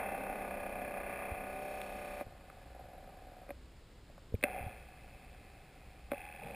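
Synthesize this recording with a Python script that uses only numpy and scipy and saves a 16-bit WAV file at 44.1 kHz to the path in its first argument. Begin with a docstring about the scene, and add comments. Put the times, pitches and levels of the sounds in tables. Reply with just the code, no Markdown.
"""Model submarine in a pool

Heard under water, small geared propeller motors run hard, churn slowly, stop, kick in with a loud
clack, idle and speed up again. Their gear teeth rub and knock, ringing the housing; the hull is tapped
and bumped. A camera holds each of its coarse samples, which mirrors the whirr into thin metallic treble."""
import sys
import numpy as np
from scipy import signal
from scipy.fft import rfft, irfft, next_fast_len
from scipy.io import wavfile
from scipy.ndimage import map_coordinates

SR = 44100
rng = np.random.default_rng(int(sys.argv[2]) if len(sys.argv) > 2 else 0)


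def unload_wav(signal):
    """Save mono or channel-first audio to the path in sys.argv[1] as 16-bit WAV at rate SR, clipped to [-1, 1]."""
    wavfile.write(
        sys.argv[1],
        SR,
        np.round(np.clip(np.atleast_2d(signal).T, -1, 1) * 32767).astype(np.int16),
    )


N = 288841

# Rumble of the pool and microphone hiss: (frequency [Hz], level [dB])
WATER_SPECTRUM = [(12, -47.5), (20, -3.5), (65, -7.5), (86, -12), (166, -15.5), (195, -19), (396, -23.5),
                  (424, -23), (859, -29.5), (1170, -32), (1660, -33), (3780, -37), (5500, -32), (7150, -59),
                  (12100, -120)]
# The microphone's tone: (frequency [Hz], gain [dB])
MIC_RESPONSE = [(20, -2.5), (4000, -0.5), (5200, -7.5), (5700, -11.5), (6000, -5)]
# Each channel's own hiss: (frequency [Hz], level [dB])
HISS_SPECTRUM = [(30, -10.5), (250, -7.5), (4500, 1.5), (6000, -4), (9000, -5.5), (10000, -35)]
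# Dull bumps against the camera: (time [s], level [dB], pitch [Hz], relative slap level [dB])
CAMERA_BUMPS = [(1.319, -31, 75, -7), (2.268, -42, 110, -1), (4.324, -44.5, 133, 4.5),
                (4.342, -23.5, 96.1, 1), (4.609, -34, 88.4, -20.5), (4.638, -36, 80, -22),
                (4.665, -32, 98.5, -22)]
# The notes a struck hull rings at: (pitch [Hz], level [dB], time to fade by 60 dB [s])
HULL_MODES = [(263, -4.5, 0.0301), (388.4, -5.5, 0.0216), (562.9, -0.5, 0.052), (701, -2, 0.0212),
              (1210.5, -3, 0.0207), (1537, -5.5, 0.0184), (2105, -1, 0.00945), (2528, -5, 0.0222),
              (3448, -9, 0.0051), (4301, -19, 0.00486)]
# Light taps on the hull: (time [s], strength [dB], center frequency [Hz])
HULL_TAPS = [(1.816, -30.5, 3400), (2.322, -45, 720), (2.5, -43, 1300), (4.098, -50, 640),
             (4.179, -44, 850), (4.351, -44, 2800), (4.411, -50, 2200)]
# Jolts as a motor cuts in or out, each with a second, weaker contact:
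# (time [s], low body [dB], high edge [dB], weaker contact's offset [s], its relative level [dB])
SWITCH_JOLTS = [(2.210, -34, -47.5, 0.012, -12), (3.505, -38.5, -45.5, -0.014, -4),
                (4.438, -25.5, -20.5, -0.010, -14), (6.117, -29, -36, 0.016, -7.5)]
# How the housing rings under rubbing gears, their rattle, the motor brushes and a struck tooth:
# (pitch [Hz], width [Hz], level [dB])
GROWL_MODES = [(201.4, 19.8, -4.5), (269.4, 50.7, -6.5), (415.7, 158.5, -8.5), (558.7, 45.5, -0.5),
               (734.2, 52, 3), (797.2, 74.8, 0.5)]
RATTLE_MODES = [(953.7, 410, -3), (1245.2, 83.7, 2), (1445.3, 39.8, 1), (1715.4, 104.4, 2.5),
                (2054.7, 144.7, 0), (2436.7, 237, 1), (2638.7, 143.3, 1.5), (3350, 140, -4)]
FIZZ_MODES = [(2918, 750, -15.5), (3946, 840, -15), (4442, 100, -7), (5472, 196, -5)]
KNOCK_MODES = [(197, 57, -10.5), (565.9, 49, 0), (745.9, 84.7, 1.5), (812, 74.3, -6), (1249, 100, -19),
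               (1678, 120, -21.5)]
# How much rattle gets through the case: (frequency [Hz], gain [dB])
CASE_RESPONSE = [(700, 3), (1000, -5), (2620, -1.5), (2820, -12), (3500, -14), (4200, -18.5), (6000, -40.5)]
# Clean gear tones at full speed: (multiple of the shaft speed, level [dB])
GEAR_HARMONICS = [(1, -14), (6, -15.5), (8, -19.5), (11, -18), (12, -13.5), (14, -14), (16, -12.5),
                  (18, -4.2), (21, -11), (22, -20.5), (23, -3.8), (24, -20.5), (37, -20.5), (45, -22.5),
                  (51, -16.5), (52, -22), (63, -29), (73, -15.5), (75, -18.5), (78, -19)]
# Spells of running:
# (on [s], off [s], base growl [dB], base rattle [dB], growl fade [dB/s], rattle fade [dB/s])
FAST_SPELL = (0, 2.215, -45.3, -50.6, 3.2, 0.3)
CHURN_SPELL = (2.23, 3.49, -52, -64, 6, 2.5)
IDLE_SPELL = (4.445, 6.11, -61.2, -60.5, 3.2, 4.2)
RESTART_SPELL = (6.125, 6.6, -51.5, -52, 6, 5.5)
# The fast motor sags and recovers with its load: (time [s], speed [turns/s])
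FAST_TURN_RATE = [(0.0, 33.7), (0.1, 34.0), (0.21, 33.8), (0.53, 32.3), (0.77, 32.8), (1.15, 31.7),
                  (1.27, 32.3), (1.72, 33.1), (2.2, 32.3)]
# The slower spells run down, three strokes to a turn: (time [s], speed [strokes/s])
CHURN_STROKE_RATE = [(2.55, 68.5), (3.1, 62), (3.47, 60.8)]
IDLE_STROKE_RATE = [(4.47, 65.2), (4.8, 56), (5.25, 60), (6.09, 54.5)]
RESTART_STROKE_RATE = [(6.16, 84), (6.55, 80.2)]


def amp(db):
    """Turn decibels into a gain."""
    return 10 ** (np.asarray(db) / 20)


def unit(x):
    """Scale x to an average (rms) level of 1."""
    return x / np.sqrt(np.mean(x ** 2) + 1e-20)


def along(points, hz):
    """Read between (frequency [Hz], value) points on a log frequency axis."""
    freqs, values = np.transpose(points)
    return np.interp(np.log(hz + 1), np.log(freqs + 1), values)


def rise(start_s, length_s):
    """Stay at 0 until start_s, then climb steadily to 1."""
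    return np.clip((np.arange(N) / SR - start_s) / length_s, 0, 1)


def wobble(rate):
    """A smooth curve through rate random values a second."""
    return map_coordinates(rng.standard_normal(int(N * rate / SR) + 4), [np.arange(N) * rate / SR])


def filtered(x, response):
    """Multiply each frequency f in x by response(f)."""
    size = next_fast_len(N + SR // 2)
    return irfft(rfft(x, size) * response(np.fft.rfftfreq(size, 1 / SR)), size)[..., :N]


def resonant(modes, f):
    """How strongly, and in what phase, a ringing object answers frequency f."""
    return sum((-1) ** k * amp(db) * 1j * f * width / (hz * hz - f * f + 1j * f * width)
               for k, (hz, width, db) in enumerate(modes))


def water():
    """Low rumble of the pool, microphone hiss and a faint mains hum."""
    rumble = unit(filtered(rng.standard_normal(N), lambda f: amp(along(WATER_SPECTRUM, f))))
    hum = amp(-59.5 + 3.2 * wobble(2.5)) * np.sin(2 * np.pi * 60 * np.arange(N) / SR)
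    return amp(-54.5) * rumble + hum


def bumps():
    """Soft pushes on the camera's case: a brief bass thud under a short slap."""
    out, t = np.zeros(N + SR), np.arange(SR // 5) / SR
    for at, db, hz, slap_db in CAMERA_BUMPS:
        push = np.sin(2 * np.pi * hz * t) * amp(3.5 - 60 * t / 0.0557)
        slap_tones = np.sin(2 * np.pi * 210 * t) + 0.965 * np.sin(2 * np.pi * 430 * t)
        slap = amp(slap_db - 60 * t / 0.0226) * slap_tones
        attack = 1 - np.exp(-t / 0.000444)
        out[round(at * SR):][:len(t)] += amp(db) * (push + slap) * attack
    return filtered(out[:N], lambda f: 1 / (1 + (f / 680) ** 8))  # soft contact carries no treble


def hull_strike(at, force_db, crack_db):
    """One blow makes a short crack and rings each hull note as hard as force_db(pitch) says."""
    out, t = np.zeros(N + SR), np.arange(SR // 6) / SR
    ring = 0
    for k, (hz, db, fade_s) in enumerate(HULL_MODES):
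        envelope = amp(db + force_db(hz) + rng.standard_normal() - 60 * t / fade_s)
        ring += envelope * (-1) ** k * np.sin(2 * np.pi * hz * rng.normal(1, 0.023) * t)
    crack = amp(crack_db - 60 * t / 0.00542) * rng.standard_normal(len(t))
    out[round(at * SR):][:len(t)] = ring + crack
    return out[:N]


def gear_blow(at, body_db, edge_db):
    """The gears jolt the hull: the blow's body rings the low notes, its edge the high ones."""
    top_db = edge_db + .5 * (edge_db - body_db)  # only a hard blow reaches the top note
    force = [(260, body_db + 2.5), (400, body_db + 5), (560, body_db + 3), (700, body_db + 5),
             (1200, body_db - 4.5), (2000, edge_db + 7.5), (3400, edge_db + 4), (4300, top_db + 6)]
    return hull_strike(at, lambda hz: along(force, hz), crack_db=edge_db - 4.5)


def clacks():
    """Loose gears strike twice as a motor switches; the hull is tapped and finally chatters."""
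    out = np.zeros(N)
    rebound_s, tap_db_per_octave = 0.0038, 14
    for start, body_db, edge_db, offset, weaker_db in SWITCH_JOLTS:
        weaker_contact = (start + offset, body_db + weaker_db, edge_db + weaker_db - 3)
        for at, body, edge in ((start, body_db, edge_db), weaker_contact):
            out += gear_blow(at, body, edge)
            out += gear_blow(at + rebound_s, body - 7, edge - 12)  # a softer, duller bounce
    for at, db, center_hz in HULL_TAPS:
        force_db = lambda hz: db + 4 - tap_db_per_octave * abs(np.log2(hz / center_hz))
        out += hull_strike(at, force_db, crack_db=force_db(4000) - 5)
    chatter_at_s, gap_s = 6.433, 0.025
    for k, (late, strength) in enumerate(rng.standard_normal(size=(5, 2))):
        out += gear_blow(chatter_at_s + gap_s * (k + 0.12 * late), -46 + 2 * strength, -57 + 2 * strength)
    return out


def spell(row, ramp_s=0.024):
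    """A spell of running: its on-off gate and its fading growl and rattle levels in dB."""
    on, off, growl_db, rattle_db, growl_fade, rattle_fade = row
    age = np.clip(np.arange(N) / SR - on, 0, off - on)
    gate = rise(on - ramp_s, ramp_s) * (1 - rise(off, ramp_s))
    return gate, growl_db - growl_fade * age, rattle_db - rattle_fade * age


def count_cycles(speeds, stroke_at_s):
    """Count a slightly unsteady motor's cycles from the moment a strong stroke lands."""
    rate = np.interp(np.arange(N) / SR, *np.transpose(speeds))
    cycles = np.cumsum(rate * (1 + 0.00201 * wobble(20))) / SR
    return cycles - np.interp(stroke_at_s * SR, np.arange(N), cycles)


def load(cycles, depth_db, sharp=2):
    """The load bites quickly once a cycle and lets go slowly; a higher sharp shortens the bite."""
    phase = (cycles + .2) % 1
    return amp(depth_db * np.minimum(phase / .12, (1 - phase) / .88) ** sharp)


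def grind(turns, rough):
    """Worn teeth rub alike on every turn; rough is the share of loose play that never repeats."""
    teeth = irfft(np.exp(2j * np.pi * rng.random(2 ** 9 + 1)))
    repeating = unit(map_coordinates(teeth, [turns % 1 * len(teeth)], mode="grid-wrap"))
    rough = np.clip(rough, 0, 1)
    return np.sqrt(1 - rough) * repeating + np.sqrt(rough) * rng.standard_normal(N)


def tilt(f, db_per_octave):
    """A gain that brightens (positive) or darkens (negative) the middle frequencies."""
    return amp(db_per_octave * np.log2(np.clip(f, 150, 3000) / 1000))


def gear_growl(turns, force, db, rough, bright):
    """Rubbing gears ring the housing's low notes; bright is a tilt in dB per octave."""
    response = lambda f: resonant(GROWL_MODES, f) * tilt(f, bright)
    return amp(db) * unit(filtered(grind(turns, rough) * force, response))


def gear_rattle(turns, force, db, rough, bright):
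    """Rubbing gears ring the housing's high notes, muffled by the case."""
    response = lambda f: resonant(RATTLE_MODES, f) * amp(along(CASE_RESPONSE, f)) * tilt(f, bright)
    return amp(db) * unit(filtered(grind(turns, rough) * force, response))


def tooth_knocks(cycles, db, accents=1):
    """A tooth strikes once a cycle and rings the housing briefly."""
    new_cycle = np.diff(np.floor(cycles), prepend=np.floor(cycles[0]))
    hits = new_cycle * accents * amp(1.72 * rng.standard_normal(N))
    return amp(db) * unit(filtered(hits, lambda f: resonant(KNOCK_MODES, f)))


def gear_tones(turns):
    """Meshing teeth sing at wavering multiples of the shaft speed."""
    shaft_hz = np.diff(turns).mean() * SR
    out = np.zeros(N)
    for k, db in GEAR_HARMONICS:
        level = amp(db + 1.6 * wobble(7))
        # a quarter cycle before or after the knock's ring, so the tone sounds on between knocks
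        phase = np.angle(resonant(KNOCK_MODES, k * shaft_hz)) + rng.choice([-1, 1]) * np.pi / 2
        out += level * np.cos(2 * np.pi * k * turns + phase + 0.25 * wobble(24))
    return out


def idle():
    """Kicked into motion, the gears slow to a faint ticking."""
    gate, growl_db, rattle_db = spell(IDLE_SPELL)
    kick = 1 - rise(IDLE_SPELL[0] + 0.15, 0.255)  # the extra effort of starting
    growl_db, rattle_db = growl_db + 16.3 * kick, rattle_db + 11.3 * kick
    strokes = count_cycles(IDLE_STROKE_RATE, stroke_at_s=4.5145)
    ticks = load(strokes, 5.16) * load(2 * strokes, 8.7)
    growl = gear_growl(strokes / 3, load(strokes, 3), growl_db, rough=0.5, bright=0.4)
    rattle = gear_rattle(strokes / 3, ticks, rattle_db, rough=0.64, bright=6)
    knocks = tooth_knocks(strokes + 0.025 * wobble(45), growl_db - 2)
    return gate * (growl + rattle + knocks)


def churn():
    """Low speed under load: three strokes to a turn, one of them nearly missing."""
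    gate, growl_db, rattle_db = spell(CHURN_SPELL)
    growl_db = growl_db - 9.5 * (1 - rise(2.64, 0.15))  # quieter until the load bites
    strokes = count_cycles(CHURN_STROKE_RATE, stroke_at_s=2.932)
    accents = amp(-10 * (np.floor(strokes + .2) % 3 == 2))
    growl = gear_growl(strokes / 3, accents * load(strokes, 4.06), growl_db - 0.5, rough=0.38, bright=2)
    rattle = gear_rattle(strokes / 3, load(strokes, 2.5), rattle_db, rough=0.585, bright=-3.58)
    knocks = tooth_knocks(strokes + 0.01 * wobble(45), growl_db - 2, accents)
    return gate * (growl + rattle + knocks)


def restart():
    """Medium speed: crisp ticks, a growl on every second one and a gear tone; low churning joins in."""
    gate, growl_db, rattle_db = spell(RESTART_SPELL)
    strokes = count_cycles(RESTART_STROKE_RATE, stroke_at_s=6.228)
    throb = load(strokes / 2 + 0.217, 15.7)
    growl = gear_growl(strokes / 3, throb, growl_db - 1.5, rough=0.52, bright=5.5)
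    rattle = gear_rattle(strokes / 3, load(strokes, 17), rattle_db, rough=0.28, bright=8.5)
    tone = amp(growl_db - 4 + 3 * wobble(37)) * np.sin(2 * np.pi * 10 * strokes + 0.45 * wobble(43))
    churning_modes = [(167, 73, 4.5), (280, 106, -11.5), (496, 90, 1.5), (900, 77, -5.5)]
    churning = unit(filtered(rng.standard_normal(N), lambda f: resonant(churning_modes, f)))
    return gate * (growl + rattle + tone + amp(-49.5) * rise(6.406, 0.024) * churning)


def second_motor(turns, growl_db, rattle_db):
    """A slightly slower motor blurs the pitch of the main one."""
    slower = .965 * turns
    growl = gear_growl(slower, 1, growl_db - 0.5, rough=0.49, bright=-0.86)
    return growl + gear_rattle(slower, load(6 * slower, 5.5), rattle_db - 2.5, rough=0.275, bright=-1.5)


def brush_fizz(turns, ticks):
    """The motor's brushes scrape its spinning contacts, harder late in the fast spell."""
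    fizz = unit(filtered(grind(turns, 0.39) * ticks, lambda f: resonant(FIZZ_MODES, f)))
    return amp(-67.5 + 7 * rise(1.42, 0.3)) * fizz


def fast_run():
    """Full speed: each turn brings a knock and six ticks of the motor's contacts, over a gear whine."""
    gate, growl_db, rattle_db = spell(FAST_SPELL)
    t = np.arange(N) / SR
    surge_db = 7 * np.exp(-t / 0.08)
    swing_db = 4.5 * np.exp(-((t - 1.19) / 0.21) ** 2)  # more rattle as the hull swings round
    rattle_db = rattle_db + surge_db + swing_db
    turns = count_cycles(FAST_TURN_RATE, stroke_at_s=.326)
    settled = rise(0, 1.657)  # the loose, throbbing gears settle into a cleaner whine
    ticks = load(turns - 0.06, 8.5 - 5 * settled, sharp=3) * load(6 * turns, 11.56)
    growl = gear_growl(turns, load(turns, 6), growl_db, rough=0.6, bright=-0.81)
    rattle = gear_rattle(turns, ticks, rattle_db, rough=.35 - 0.14 * settled, bright=-2)
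    knocks = tooth_knocks(turns, growl_db - 1.5 - 3 * settled ** 4)
    second = amp(-11 * settled ** 2) * second_motor(turns, growl_db, rattle_db)
    whine = amp(growl_db + 4.2 + 4.5 * settled) * unit(load(turns, 3)) * gear_tones(turns)
    return gate * (growl + rattle + knocks + second + whine + brush_fizz(turns, ticks))


def scene():
    """All sources reach one microphone, which feeds both channels."""
    mono = fast_run() + churn() + idle() + restart() + clacks() + bumps() + water()
    return np.array([mono, mono])


def record(dry):
    """The camera holds each coarse sample until the next, mirroring the sound into the treble."""
    hold_hz, top_hz = 12000, 15300
    heard = filtered(dry, lambda f: amp(along(MIC_RESPONSE, f)))
    coarse = signal.resample_poly(heard, hold_hz, SR, axis=1)
    held = signal.resample_poly(np.repeat(coarse, 8, axis=1), SR, 8 * hold_hz, axis=1)
    hiss = amp(-79.5) * unit(filtered(rng.standard_normal((2, N)), lambda f: amp(along(HISS_SPECTRUM, f))))
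    return filtered(held[:, :N] + hiss, lambda f: f < top_hz)


dry = scene()
out = record(dry)
unload_wav(out)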